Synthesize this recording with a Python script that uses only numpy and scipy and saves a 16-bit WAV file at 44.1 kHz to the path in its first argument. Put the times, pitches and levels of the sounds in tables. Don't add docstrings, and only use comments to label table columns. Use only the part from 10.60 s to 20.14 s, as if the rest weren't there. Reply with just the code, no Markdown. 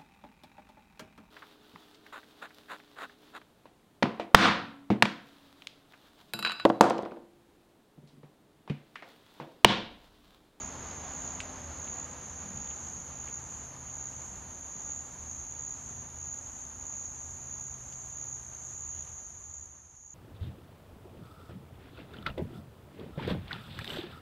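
import sys
import numpy as np
from scipy import signal
from scipy.fft import rfft, irfft, next_fast_len
from scipy.io import wavfile

SR = 44100
rng = np.random.default_rng(int(sys.argv[2]) if len(sys.argv) > 2 else 0)


def wav_record(signal):
    frames = np.transpose(np.atleast_2d(signal))
    bounded = np.clip(frames, -1, 1)
    quanta = np.round(bounded * 32767).astype(np.int16)
    wavfile.write(sys.argv[1], SR, quanta)


N = 420707

# [f/Hz, level/dB]
AIR_SPECTRUM = [(15, -25), (35, -6.5), (60, 1.5), (90, 1.5), (200, -13.5), (500, -80)]
# [f/Hz, level/dB]
ROAR_SPECTRUM = [(180, -10.5), (300, 0), (431, -4), (549, -2), (643, -2.5), (761, 0.5), (981, -0.5),
                 (1410, -5), (2990, -13.5), (4670, -17.5), (5400, -17), (7020, -40), (11900, -120)]
# [f/Hz, level/dB]
RUMBLE_SPECTRUM = [(15, -2.5), (35, -5), (60, -0.5), (100, -3), (160, 1.5), (230, -0.5), (320, -16.5),
                   (450, -12), (900, -41.5)]
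# [f/Hz, level/dB]
HISS_SPECTRUM = [(2000, -31), (5000, -36), (8200, 7.5), (9500, 8.5), (12000, 7.5)]
# [f/Hz, level/dB]
SIDE_LEVELS = [(30, -14), (70, -25), (150, -18), (300, -11.5), (600, -13.5), (1100, -19.5), (1500, -34),
               (2400, -65), (4000, -65), (6000, -14)]
# [t/s, level change/dB]
RUMBLE_BUMPS = [(.35, -0.5), (1.92, 6.5), (2.03, 1.5), (2.36, 4.5), (2.82, 0.5), (3.13, 0.5), (3.80, 6),
                (4.17, 2), (5.34, 5)]
# [t/s, level rise/dB]
BOOM_RISES = [(.25, 4), (1.05, 7.5), (1.7, 3), (2.3, 3.5), (4.75, 6.5), (5.55, 7), (6.65, 7), (8.38, 8),
              (9.05, 10.5)]
# [t/s, f/Hz]
HUM_PITCH_CURVE = [(0, 130.4), (1.1, 130.7), (2.9, 129.1), (6.5, 128.3), (8.5, 126.8)]
# [t/s, level/dB]
HUM_LEVEL = [(0, -67), (.8, -72), (2.1, -66), (2.8, -58), (3.6, -59), (4.05, -68), (4.7, -61.5), (5.4, -59),
             (6.25, -69), (7.0, -56.5), (8.0, -60), (8.5, -69)]
# [t/s, level/dB]
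OCTAVE_LEVEL = [(0, -60), (1.0, -57.5), (1.3, -66), (1.7, -63), (2.4, -66), (4.2, -68.5), (4.8, -68),
                (6.9, -67.5), (8.0, -87)]
# [t/s, level/dB]
THIRD_LEVEL = [(5.2, -82), (5.8, -75), (8.5, -77)]
# [f/Hz, level/dB]
CHORUS_SPECTRUM = [(5150, -36), (5350, -28), (5550, -23.5), (5750, -18), (5870, -15.5), (6100, -9),
                   (6280, -4), (6450, -1.5), (6680, 0), (6790, 1.5), (7000, -4.5), (7200, -9.5),
                   (7400, -16), (7520, -16.5), (7630, -24), (7850, -23), (8000, -34)]
# [t/s, depth/dB]
CHORUS_DIPS = [(.42, 0), (1.56, 3.5), (3.88, 2), (4.53, 1.5), (5.5, 4.5), (8.76, 1)]
# [f/Hz, level/dB, pitch waver/Hz, phase lead of the left channel/rad]
UNBROKEN_TONES = [(5740, -73, 20, 0.45), (6044, -75, 13, .4), (6380, -58.5, 28.4, 0.27),
                  (6750, -53.5, 8.6, 0.99)]
# [t of the last wing stroke/s, level/dB, length/s]
LOW_CRICKET_TRILLS = [(.31, -40, .22), (1.10, -46.5, 0.35), (1.75, -50, .25), (2.35, -45, 0.32),
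                      (3.08, -45, 0.19), (3.72, -45.5, 0.27), (4.30, -49, 0.53), (4.92, -41, 0.36),
                      (5.42, -38.5, 0.21), (6.06, -41.5, 0.28), (6.80, -46, 0.28), (7.41, -44, .25),
                      (8.03, -52, 0.4), (8.66, -42, .25), (9.28, -52, .25)]
# [t of the last wing stroke/s, level/dB, length before the drag/s]
NEAR_TRILLS = [(0.0776, -35.5, 0.49), (0.7518, -35.5, 0.39), (1.4456, -36.5, 0.39), (2.134, -36.5, .45),
               (2.7886, -35.5, 0.34), (3.4873, -36.5, .37), (4.423, -34.5, .42), (5.1403, -34.5, 0.4),
               (5.7888, -35, .37), (6.4568, -35, .45), (7.143, -37, 0.55), (7.7594, -34, 0.36),
               (8.424, -36.5, .48), (9.0578, -36.5, 0.35), (9.6526, -37.5, 0.39)]
# [t/s, level/dB, pitch factor on the modes, brightness/(dB per octave)]
TICK_EVENTS = [(0.8014, -33, 0.91, -1), (.8040, -19, 0.86, 3.5), (0.8054, -42, 1, -3),
               (0.8084, -36, .88, -2), (1.2762, -35, 0.89, -4), (2.6772, -38, 0.73, -4),
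               (7.3252, -40, 1.6, -1), (7.3262, -42, 1.14, -2)]
# [f/Hz, level/dB, 60 dB decay time/s]
TICK_RESONANCES = [(1990, -3, 0.0035), (2560, -5.5, 0.0045), (2995, -0.5, 0.004), (3570, -9, 0.0017),
                   (5140, -4, 0.0017), (8700, -12, 0.0018)]
# [t/s, length/s, level/dB, centre f/Hz]
SCUFF_EVENTS = [(2.068, .012, -57, 3200), (2.094, 0.032, -57, 2980), (2.622, .018, -61, 2750),
                (2.67, .034, -59, 2650), (3.262, 0.058, -64, 2900), (8.217, 0.36, -70, 2970)]
# [t/s, level/dB]
CLOSING_FADE = [(0, 1), (8.4, 1), (8.75, -2), (9.0, -3.5), (9.2, -7), (9.54, -9.2)]

PASS_S, DISTANCE_M, SPEED_M_PER_S = 0.22, 22, 22.5
VEHICLE_DB, ROAD_DB, ROAD_EBB_DB_PER_S = -49.5, -54.5, 0.6032
RUMBLE_DB, RUMBLE_WAVER_DB, BUMP_S = -4.5, 0.9, 0.079
BOOM_DB, BOOM_EBB_DB_PER_S, BOOM_SWELL_S = -57, 0.66, 0.16
HUM_LEFT_DB = 1
WHINE_HZ, WHINE_PASS_S, WHINE_DOPPLER, WHINE_SWEEP_S = 554, 1.12, 0.12, .2
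WHINE_DB, WHINE_EBB_DB_PER_S = -58, 12
CHORUS_DB, CHORUS_WAVER_DB, DIP_S = -48.5, 1.5, 0.074
HIGH_FIRST_S, HIGH_EVERY_S = .77, .75
HIGH_DB, HIGH_TRILL_S, FAR_STROKES_PER_S = -44, .38, 68
STROKES_PER_S, SWELL_DB = 71, 39
DRAG_S, DRAG_STROKES = .0047, 2.3
SCUFF_SPREAD = 1.17
EDGE_HZ = 12030
STROKE_T = np.arange(-round(.007 * SR), round(.007 * SR)) / SR


def amp(db):
    return 10 ** (np.asarray(db) / 20)


def unit(x):
    return x / np.sqrt(np.mean(x ** 2) + 1e-20)


def curve(rows, axis=1):
    rows = np.array(rows)
    return np.interp(np.arange(N) / SR, rows[:, 0], rows[:, axis])


def swells(rows, width_s):
    t = np.arange(0, N, 64) / SR
    humps = sum(db * np.exp(-((t - s) / width_s) ** 2 / 2) for s, db in rows)
    return np.interp(np.arange(N) / SR, t, humps)


def drift(per_s):
    t = np.arange(0, N, 64) / SR
    rates = per_s * np.linspace(.1, 1, 20) * rng.uniform(.8, 1.2, 20)
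    slow = sum(np.sin(2 * np.pi * (f * t + rng.random())) for f in rates)
    return unit(np.interp(np.arange(N) / SR, t, slow))


def add(mix, s, sound):
    at = round(s * SR) + np.arange(len(sound))
    inside = (at >= 0) & (at < N)
    mix[at[inside]] += sound[inside]


def colour(x, points):
    hz, db = np.transpose(points)
    size = next_fast_len(N)
    f = np.fft.rfftfreq(size, 1 / SR)
    gain = amp(np.interp(np.log(f + 1), np.log(hz), db))
    return unit(irfft(rfft(x, size) * gain, size)[..., :N])


def spread(pair, side_db):
    return pair[0] + amp(side_db) * np.array([pair[1], -pair[1]])


def noise(points):
    hz, side_db = np.transpose(SIDE_LEVELS)
    size = next_fast_len(N)
    middle, side = colour(rng.standard_normal((2, N)), points)
    side_gain = amp(np.interp(np.fft.rfftfreq(size, 1 / SR), hz, side_db))
    side = irfft(rfft(side, size) * side_gain, size)[:N]
    return spread([middle, side], 0)


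def scatter(x, t60):
    t = np.arange(SR // 2) / SR
    tails = rng.standard_normal((2, len(t))) * amp(-60 * t / t60) * (t > .003)
    tails = tails[:, t < t60]
    return signal.oaconvolve(x[None], tails / np.linalg.norm(tails[0]), axes=1)[:, :N]


def wing(hz, glide, stroke_s, delay_s=0):
    u = (STROKE_T - delay_s) / stroke_s
    turns = np.cumsum(hz * (1 - glide * np.tanh(u / 2))) / SR
    return np.exp(-u ** 2 / 2 + 2j * np.pi * turns)


def sing(trills, rate, stroke, swell_db, drag_s=0):
    out, shape, turn = np.zeros(N), abs(stroke), np.angle(stroke)
    for end, db, length_s in trills:
        for k, (size, detune, late, phase) in enumerate(rng.standard_normal((40, 4))):
            early = k / rate / length_s
            if early < 1:
                sound = shape * np.cos(turn + 2 * np.pi * (19 * detune * STROKE_T + phase))
                before_end = k / rate + drag_s * (1 - np.exp(-k / DRAG_STROKES))
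                start = end + STROKE_T[0] - before_end + .00015 * late
                level_db = db + 1.5 * size - swell_db * early ** 3.84
                add(out, start, amp(level_db) * sound)
    return out


def drone():
    t = np.arange(N) / SR
    boom_db = BOOM_DB - BOOM_EBB_DB_PER_S * t + swells(BOOM_RISES, BOOM_SWELL_S)
    boom_tone = np.sin(2 * np.pi * np.cumsum(77.5 + 3 * drift(9)) / SR)
    boom = amp(boom_db) * unit((1 + 0.36 * drift(14)) * boom_tone)
    air = amp(-58) * noise(AIR_SPECTRUM)
    turns = np.cumsum(curve(HUM_PITCH_CURVE) + .9 * drift(9)) / SR
    levels_db = curve(HUM_LEVEL), curve(OCTAVE_LEVEL), curve(THIRD_LEVEL) + 2 * drift(4.4)
    hum = sum(amp(db) * unit(np.sin(2 * np.pi * k * turns)) for k, db in enumerate(levels_db, 1))
    return (boom + air) * amp([[-.7], [.7]]) + hum * amp([[HUM_LEFT_DB], [-HUM_LEFT_DB]])


def traffic():
    t = np.arange(N) / SR
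    nearness = DISTANCE_M / np.hypot(DISTANCE_M, SPEED_M_PER_S * (t - PASS_S))
    level = np.hypot(amp(VEHICLE_DB) * nearness, amp(ROAD_DB - ROAD_EBB_DB_PER_S * t))
    roar = level * amp(0.68 * drift(12)) * noise(ROAR_SPECTRUM)
    rumble_db = RUMBLE_DB + RUMBLE_WAVER_DB * drift(5) + swells(RUMBLE_BUMPS, BUMP_S)
    rumble = level * amp(rumble_db) * noise(RUMBLE_SPECTRUM)
    hiss_pair = colour(rng.standard_normal((2, N)), HISS_SPECTRUM)
    hiss = amp(-66.5) * spread(hiss_pair, side_db=-4.5)
    return roar + rumble * amp([[.6], [-.6]]) + hiss * amp([[-.8], [.8]])


def whine():
    t = np.arange(N) / SR - WHINE_PASS_S
    hz = WHINE_HZ * (1 - WHINE_DOPPLER * t / np.hypot(t, WHINE_SWEEP_S)) + 6 * drift(30)
    flutter = np.maximum(.9 + .45 * drift(12), 0)
    tone = flutter * np.sin(2 * np.pi * np.cumsum(hz) / SR)
    return amp(WHINE_DB - WHINE_EBB_DB_PER_S * abs(t)) * tone


def chorus():
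    pair = np.zeros((2, N))
    for hz in np.linspace(5600, 7550, 13):
        ends = np.arange(-1, N / SR + 1, rng.uniform(.43, .46)) + rng.random()
        rate = rng.uniform(55, 80)
        trills = [(s, 0, .45) for s in ends]
        song = sing(trills, rate, wing(hz, glide=.03, stroke_s=.0005), swell_db=2)
        pair += scatter(song, t60=0.056)
    level_db = CHORUS_DB + CHORUS_WAVER_DB * drift(3) - swells(CHORUS_DIPS, DIP_S)
    return amp(level_db) * spread(colour(pair, CHORUS_SPECTRUM), side_db=-14.5) * amp([[-.55], [.55]])


def far_tones():
    pair = np.zeros((2, N))
    for hz, db, waver_hz, lead in UNBROKEN_TONES:
        flutter = np.maximum(1 + .45 * drift(70) + .35 * drift(5), 0)
        turns = np.cumsum(hz + waver_hz * drift(40)) / SR
        tone = np.sqrt(2) * np.sin(2 * np.pi * turns + lead * np.array([[.5], [-.5]]))
        pair += amp(db) * unit(flutter) * tone
    return pair * amp([[-.7], [.7]])


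def low_cricket():
    stroke = wing(hz=6600, glide=0.0344, stroke_s=0.00087)
    song = sing(LOW_CRICKET_TRILLS, FAR_STROKES_PER_S, stroke, swell_db=18)
    return amp(3.0) * spread(scatter(song, t60=0.16), side_db=-6)


def high_cricket():
    ends = np.arange(HIGH_FIRST_S, N / SR + HIGH_EVERY_S, HIGH_EVERY_S)
    trills = [(s, HIGH_DB, HIGH_TRILL_S) for s in ends]
    stroke = wing(hz=7030, glide=0.024, stroke_s=0.00058)
    song = sing(trills, FAR_STROKES_PER_S, stroke, swell_db=20)
    return amp(3.0) * spread(scatter(song, t60=0.23), side_db=-5.0)


def scuffs():
    out = np.zeros(N)
    for s, length_s, level_db, hz in SCUFF_EVENTS:
        t = np.arange(SR // 2) / SR
        grains = rng.standard_normal(len(t)) * amp(3 * rng.standard_normal(len(t)))
        edges = [hz / SCUFF_SPREAD, hz * SCUFF_SPREAD]
        band = signal.butter(2, edges, "band", fs=SR, output="sos")
        puff = np.sin(np.pi * np.minimum(t / length_s, 1))
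        add(out, s, amp(level_db) * puff * unit(signal.sosfilt(band, grains)))
    return out


def ticks():
    t, out = np.arange(SR // 30) / SR, np.zeros(N)
    contact = 1 - np.exp(-(t / 0.00027) ** 2)
    for s, level_db, pitch, tilt_db in TICK_EVENTS:
        ring = np.zeros(len(t))
        for hz, db, t60 in TICK_RESONANCES:
            decay = amp(db + tilt_db * np.log2(hz / 3000) - 60 * t / t60)
            ring += decay * np.sin(2 * np.pi * hz * pitch * t)
        add(out, s, amp(level_db) * contact * ring)
    out = signal.sosfilt(signal.butter(4, 1400, "high", fs=SR, output="sos"), out)
    brighter = .14 * out + np.diff(out, prepend=0)
    tail = scatter(brighter, t60=.1)[0]
    return amp(2.5) * (out + tail)


def near_cricket():
    high = amp(-13) * wing(hz=7080, glide=0.019, stroke_s=0.001, delay_s=.0002)
    main = wing(hz=6770, glide=0.019, stroke_s=0.0019)
    trail = amp(-8.0) * wing(hz=6530, glide=0.0267, stroke_s=0.00094, delay_s=0.004)
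    song = amp(0.54) * sing(NEAR_TRILLS, STROKES_PER_S, high + main + trail, SWELL_DB, DRAG_S)
    analytic = signal.hilbert(song, next_fast_len(N))[:N]
    direct = (analytic * np.exp(1j * np.array([[.25], [-.25]]))).real
    echoes = amp(-10.5) * spread(scatter(song, t60=0.05), side_db=-9)
    return (direct + echoes) * amp([[-1], [1]])


def scene():
    background = drone() + traffic() + whine() + chorus() + far_tones()
    return background + low_cricket() + high_cricket() + scuffs() + ticks() + near_cricket()


def record(dry):
    dry = signal.sosfilt(signal.butter(4, 25, "high", fs=SR, output="sos"), dry)
    faded = dry * amp(curve(CLOSING_FADE))
    treble_limit = signal.firwin(511, EDGE_HZ, window=("kaiser", 9), fs=SR)
    return signal.oaconvolve(faded, treble_limit[None], "same")


dry = scene()
out = record(dry)
wav_record(out)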